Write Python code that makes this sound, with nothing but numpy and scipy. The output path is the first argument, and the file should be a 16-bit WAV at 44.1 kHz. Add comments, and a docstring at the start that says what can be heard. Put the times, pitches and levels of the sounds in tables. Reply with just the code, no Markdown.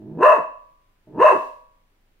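"""A small dog barks twice in a bedroom; each bark swells out of a low, rattling growl.
Uneven throat pulses, puffs of air and a clean tone make the barks; their pitch arches up and sinks back.
Slow throat flaps through fixed resonances make the growls, and a short knock starts the second one.
The room answers with a short noise tail and narrow rings. A soft hiss trails the second bark,
over a faint steady hiss and a wavering low hum."""
import sys
import numpy as np
from scipy import signal
from scipy.fft import rfft, irfft, next_fast_len
from scipy.io import wavfile
from scipy.ndimage import uniform_filter1d, minimum_filter1d

SR = 44100
rng = np.random.default_rng(int(sys.argv[2]) if len(sys.argv) > 2 else 0)


def store_pcm(level_fs):
    """Save levels as 16-bit WAV."""
    pcm = np.round(np.clip(level_fs, -1, 1) * 32767).astype(np.int16)
    wavfile.write(sys.argv[1], SR, np.atleast_2d(pcm).T)


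N = 97020  # length of the scene in samples

# How alike left and right are: pitch_hz, likeness (1 same, 0 unrelated, below 0 opposed)
LEFT_RIGHT_LIKENESS = [(50, 0.79), (250, 0.96), (500, .55), (1000, 0.024), (2500, -0.046), (6000, -.15),
                       (15000, -0.3)]


def amp(db):
    """Turns decibels into a gain."""
    return 10 ** (np.asarray(db) / 20)


def evened(x):
    """Scales a signal to an average strength (rms) of 1."""
    return x / np.sqrt(np.mean(x ** 2) + 1e-20)


def read(points, hz):
    """Reads a table of (pitch_hz, value) between its points, on a log-frequency axis."""
    point_hz, value = np.transpose(points)
    return np.interp(np.log(hz + 1), np.log(point_hz + 1), value)


def colour(x, points):
    """Makes each frequency louder or softer by a table of (pitch_hz, level_db)."""
    size = next_fast_len(x.shape[-1] + SR // 4)
    gain = amp(read(points, np.fft.rfftfreq(size, 1 / SR)))
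    return irfft(rfft(x, size) * gain, size)[..., :x.shape[-1]]


def wobble(rate_hz):
    """Smooth random movement of rms 1, which gets weak above the given rate."""
    keep = np.exp(-(np.fft.rfftfreq(N, 1 / SR) / rate_hz) ** 2)
    return evened(irfft(rfft(rng.standard_normal(N)) * keep, N))


def resonate(x, hz, width_hz):
    """A steep resonance of gain 1 that follows the curve hz."""
    turn = np.exp(2j * np.pi * np.cumsum(hz) / SR)
    r = np.exp(-np.pi * width_hz / SR)
    # shift the resonance down to 0 Hz, smooth twice, then shift it back
    smooth = signal.lfilter([(1 - r) ** 2], [1, -2 * r, r * r], x / turn + 1e-18)
    return 2 * (turn * smooth).real


def pair(two):
    """Turns two unrelated signals into a diffuse field at two close microphones."""
    size = two.shape[-1]
    alike = np.clip(read(LEFT_RIGHT_LIKENESS, np.fft.rfftfreq(size, 1 / SR)), -1, 1)
    mid, side = rfft(two) * np.sqrt([(1 + alike) / 2, (1 - alike) / 2])
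    return irfft(np.array([mid + side, mid - side]), size)


def bark(curve, hiss_db):
    """Uneven fold pulses and puffs of air pass the opening throat, beside a clean fundamental."""
    jitter, tone_flutter_db = .13, 4.5  # both act in full only where the voice is most ragged
    tone_waver, shimmer_db = .02, 3  # steady share of pitch waver, and loudness waver
    clear_range, growl_mouth = .3, 0.51  # mouth openings that bound the ragged part
    t = np.arange(N) / SR
    times, *columns = np.transpose(curve)
    hz, tone_db, rasp_db, mouth, rough = (np.interp(t, times, c) for c in columns)
    mouth, rough = np.clip(mouth, 0, 1.1), np.clip(rough, 0, 1)
    sounding = np.clip((times[-1] - t) / .01, 0, 1) * np.clip((t - times[0]) / .004, 0, 1)

    # the pitch breaks up between growl and full cry
    below_full_cry = np.clip((1 - mouth) / clear_range, 0, 1)
    ragged = below_full_cry * np.clip(mouth / growl_mouth, .3, 1)
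    turns = np.cumsum(hz * (1 + (tone_waver + jitter * ragged) * wobble(110))) / SR

    # one pulse per turn; the air is strongest at the start of each turn
    pulses = np.diff(np.floor(turns), prepend=0) * np.sqrt(SR / hz)
    puffs = evened(.5 + np.exp(-(turns % 1) / .3)) * rng.standard_normal(N)
    shimmer = evened(amp(shimmer_db * wobble(170)))
    rasp = np.sqrt(1 - rough) * pulses + np.sqrt(rough) * puffs
    drive = rasp * shimmer * amp(rasp_db) * sounding

    flutter_db = (1.5 + tone_flutter_db * ragged) * (np.clip(wobble(100), -3, 1.5) - .3)
    tone = np.sqrt(2) * np.cos(2 * np.pi * turns) * amp(tone_db + flutter_db) * sounding
    return throat(drive, hz, mouth, hiss_db) + tone


def throat(drive, pitch, mouth, hiss_db):
    """Resonances rise and brighten as the mouth opens; little passes well below the pitch."""
    # Throat resonances: shut_hz, open_hz, width_hz, shut_db, open_db
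    resonances = [(301, 680, 250, 8, 3.5), (830, 1053, 146.5, -5, 19), (1151, 1400, 240, -29, -4.5),
                  (1600, 1700, 170, -28, 3.5), (1900, 2020, 150, -57, -7), (2500, 2652, 130, -48.5, 3)]
    # Broad hiss of the open mouth: pitch_hz, level_db (before hiss_db and mouth opening)
    mouth_hiss = [(100, -24.5), (300, -14), (700, -12.5), (1350, -12), (2050, -19.5), (2350, -24.5),
                  (2900, -17.5), (3200, -38.5), (3800, -31.5), (5300, -41.5), (6600, -35.5), (7600, -47),
                  (8600, -36), (9800, -51.5), (11000, -42.5), (13000, -54), (15700, -50)]
    hiss_shut_db = -35.5  # change of the hiss when the mouth is shut
    low_cut_share, low_cut_slope = .6, 4.6  # cut-off as a share of the pitch, and its steepness
    hz, at, z = signal.stft(drive, SR, nperseg=512, noverlap=448)
    hz = hz[:, None]
    pitch, mouth = (np.interp(at, np.arange(N) / SR, c) for c in (pitch, mouth))
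    gain = amp(read(mouth_hiss, hz) + hiss_db + hiss_shut_db * (1 - mouth))
    for shut_hz, open_hz, width_hz, shut_db, open_db in resonances:
        off = (hz - shut_hz - (open_hz - shut_hz) * mouth) / width_hz
        peak = amp(shut_db + (open_db - shut_db) * mouth)
        gain = gain + peak / (1 + 2 * off ** 2) ** 2
    gain = gain / (1 + (low_cut_share * pitch / (hz + 1)) ** low_cut_slope)
    return signal.istft(z * gain, SR, nperseg=512, noverlap=448)[1][:N]


def growl(start_s, end_s, rate_hz, start_db, end_db):
    """Slow, slightly uneven flaps of the throat swell behind a closed mouth."""
    # The closed throat while growling: pitch_hz, width_hz, level_db
    closed_throat = [(144, 28, -1), (224, 100, 2), (311, 58, 4), (615, 110, -13.5), (855, 45, -20),
                     (1740, 100, -37)]
    rattle = .28  # amount of noise beside the flaps
    low_hz, top_hz = 80.06, 430  # weaker below low_hz, with a dip at top_hz
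    t = np.arange(N) / SR
    on = (t >= start_s) & (t < end_s)
    turns = np.cumsum(on * rate_hz * (1 + 0.036 * wobble(60))) / SR
    flaps = np.diff(np.ceil(turns), prepend=0) * np.sqrt(SR / rate_hz)
    swell = amp(np.interp(t, [start_s, end_s], [start_db, end_db]))
    drive = (flaps + rattle * rng.standard_normal(N)) * on * swell
    voiced = sum(amp(db) * resonate(drive, np.full(N, hz), width_hz)
                 for hz, width_hz, db in closed_throat)
    shape = [(low_hz / 2, -24), (low_hz, 0), (.85 * top_hz, 1), (top_hz, -7), (2 * top_hz, 0)]
    return colour(voiced, shape)


def catch():
    """A short damped knock: the small catch in the throat that starts the second growl."""
    start_s, pitch_hz, level_db = 1.071, 624.8, -49  # level before the dog's overall gain
    t60_s = .09  # time to die away by 60 dB
    t = np.maximum(np.arange(N) / SR - start_s, 0)
    fade = amp(level_db - 60 * t / t60_s) * np.minimum(t / .003, 1)
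    return fade * np.sin(2 * np.pi * pitch_hz * t)


def bedroom(x):
    """Dense reflections, strongest early on, each band dying at its own speed."""
    # How long the tail takes to die by 60 dB: pitch_hz, t60_s
    decay_times = [(100, 0.04), (300, 0.3433), (600, 0.4713), (1000, 0.386), (2000, 0.42), (4000, 0.5159),
                   (12000, 0.27)]
    # Tone of the tail: pitch_hz, level_db (before the room's overall gain)
    tail_colour = [(100, -6.5), (300, -6), (600, -4.5), (1000, -3), (2500, -3.5), (10000, 0.5)]
    gap_s, early_db, early_s = .003, 6.5, .025  # silence first, then a fading early boost
    t = np.arange(SR) / SR
    taps = rng.standard_normal((2, SR)) * (t > gap_s) * amp(early_db * np.exp(-t / early_s))
    hz, at, z = signal.stft(taps, SR, nperseg=256)
    z = z * amp(-60 * at / read(decay_times, hz)[:, None])
    # give all bands like energy, so that the colour table alone sets the tone
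    energy = (abs(z) ** 2).sum(2).mean(0)
    z /= np.sqrt(uniform_filter1d(energy, size=3))[:, None]
    tail = signal.istft(z, SR, nperseg=256)[1][:, :SR]
    wet = signal.fftconvolve(x[None], tail / np.linalg.norm(tail[0]), axes=1)
    return colour(pair(wet), tail_colour)[:, :N]


def rings(x):
    """Narrow room resonances, set off by the dog, hang on in a different phase at each microphone."""
    # Rings of the room: pitch_hz, level_db (before the rings' overall gain), t60_s
    room_rings = [(257.7, -5.5, 0.35), (340.3, -7, 0.15), (399.7, -7.5, 0.099), (476, -6, 0.15),
                  (513.2, -7.5, 0.66), (549, -16, 1), (604, -2.5, .28), (629.5, -7, 0.58), (862, -10, 0.27),
                  (875, -19.5, .65), (942, -9.5, 0.62), (978, -3.5, 0.65), (1012, -3, 0.73),
                  (1011, -6.5, 0.69), (1115, -1.5, .62), (1180, -19.5, .85), (1174, -14, 0.84),
                  (1269.4, -8, .3), (1374, -5, 0.25), (1654, -4, 0.54), (1717, -5.5, .38), (2600, -7, .25),
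                  (2654, -19.5, .62)]
    t, response = np.arange(SR) / SR, np.zeros((2, SR))
    for hz, db, t60_s in room_rings:
        # less alike means further apart in phase; which side leads is chance
        half_angle = np.arccos(np.clip(read(LEFT_RIGHT_LIKENESS, hz), -1, 1)) / 2
        apart = half_angle * rng.choice([-1, 1]) * np.array([[1], [-1]])
        steady_gain = 2 * np.log(1000) / (t60_s * SR)  # keeps long rings from growing louder
        response += amp(db - 60 * t / t60_s) * steady_gain * np.cos(2 * np.pi * hz * t + apart)
    return signal.fftconvolve(x[None], response, axes=1)[:, :N]


def after_hiss():
    """Soft wide-band noise rises as the second bark ends, then fades."""
    # Loudness of the hiss: time_s, level_db
    hiss_curve = [(1.27, -67), (1.38, -54.5), (1.48, -59.5), (1.66, -79)]
    # Tone of the hiss: pitch_hz, relative level_db
    hiss_colour = [(200, -20.5), (1500, 5.5), (3500, 1), (7000, -4), (15000, -9.5)]
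    t = np.arange(N) / SR
    level_db = np.interp(t, *np.transpose(hiss_curve))
    on = (t > hiss_curve[0][0]) & (t < hiss_curve[-1][0])
    level_db = np.where(on, level_db, -np.inf)
    return evened(colour(pair(rng.standard_normal((2, N))), hiss_colour)) * amp(level_db)


def still_air():
    """Faint coloured noise and a low sine hum whose pitch wavers."""
    # Tone of the steady hiss: pitch_hz, relative level_db
    air_colour = [(15, -4), (40, -13), (90, -11), (170, -19.5), (280, -19), (600, -23), (2400, -26.5),
                  (6000, -37.5), (10000, -39.5), (15500, -35.5)]
    hiss_db, hum_db, hum_hz = -66.5, -65, 26
    hum = np.sqrt(2) * np.sin(2 * np.pi * np.cumsum(hum_hz * (1 + 0.018 * wobble(4))) / SR)
    hiss = evened(colour(pair(rng.standard_normal((2, N))), air_colour))
    return amp(hiss_db) * hiss + amp(hum_db) * hum


def scene():
    """The dog, heard directly and through the room, over the background."""
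    # Each bark: time_s, pitch_hz, clean tone level_db, rasp level_db, mouth opening (0-1), roughness (0-1)
    # (levels before the gains below)
    first_bark = [(0, 100.2, -46.5, -41, 0, .6), (.1, 144.4, -43, -33.5, 0.05, .6),
                  (.168, 164.7, -34.5, -24.5, 0.1, 0.13), (.195, 270.3, -29, -14.5, 0.43, 0.54),
                  (.218, 345.6, -23.5, -8.5, .8, 0.08), (.232, 466.7, -13.5, -6, 0.93, 0.44),
                  (.258, 596.6, -13.5, -5.5, 1, .5), (.29, 627.8, -17, -6, 1, 0.88),
                  (.318, 598.7, -21.5, -4, 0.9, .7), (.35, 491.8, -34, -8, .8, .7),
                  (.385, 278.8, -36, -14, 0.8, 0.59), (.403, 149.2, -45.5, -20.5, 0.25, .5),
                  (.425, 131, -77, -43, 0.7, 0.42)]
    second_bark = [(1.05, 109.7, -68, -60.5, .1, .3), (1.08, 124.3, -58, -39, .25, .3),
                   (1.125, 135.4, -53, -34.5, 0.19, 0.27), (1.158, 164.8, -41, -23.5, 0.31, .3),
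                   (1.182, 290.1, -26.5, -16.5, 0.45, .4), (1.203, 387.3, -19, -6.5, .82, 0.55),
                   (1.218, 479.5, -12, -10, 1, 0.45), (1.238, 599.2, -12, -8, 0.91, 0.42),
                   (1.266, 628, -12, -4, 1, 0.83), (1.3, 570.4, -23.5, -6.5, 0.9, 0.93),
                   (1.33, 390.3, -26, -7, .78, .7), (1.365, 279.4, -31, -13.5, .66, 0.72),
                   (1.395, 170, -54.5, -47.5, 0.45, 0.7)]
    # Growls: start_s, end_s, flaps per second, start_db, end_db (levels before the gains below)
    growls = [(0, .2, 52, -28, -23.5), (1.071, 1.188, 63, -33.5, -20.5)]
    barks = bark(first_bark, hiss_db=0.5) + bark(second_bark, hiss_db=2)
    dog = barks + amp(7) * sum(growl(*row) for row in growls) + catch()
    room = amp(-1.5) * bedroom(dog) + amp(3) * rings(dog)
    return amp(-4.0) * dog + room + after_hiss() + still_air()


def record(dry):
    """A quick limiter holds the highest peaks, then a low-pass filter removes the top treble."""
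    ceiling, edge_hz = .98, 15800
    gain = np.minimum(1, ceiling / (abs(dry).max(0) + 1e-9))
    # dip a little before and after each peak, with smooth edges
    gain = minimum_filter1d(gain, size=401)
    gain = uniform_filter1d(uniform_filter1d(gain, size=201), size=201)
    low_pass = signal.firwin(511, edge_hz, window=("kaiser", 9), fs=SR)
    return signal.oaconvolve(dry * gain, low_pass[None], "same")


dry = scene()
out = record(dry)
store_pcm(out)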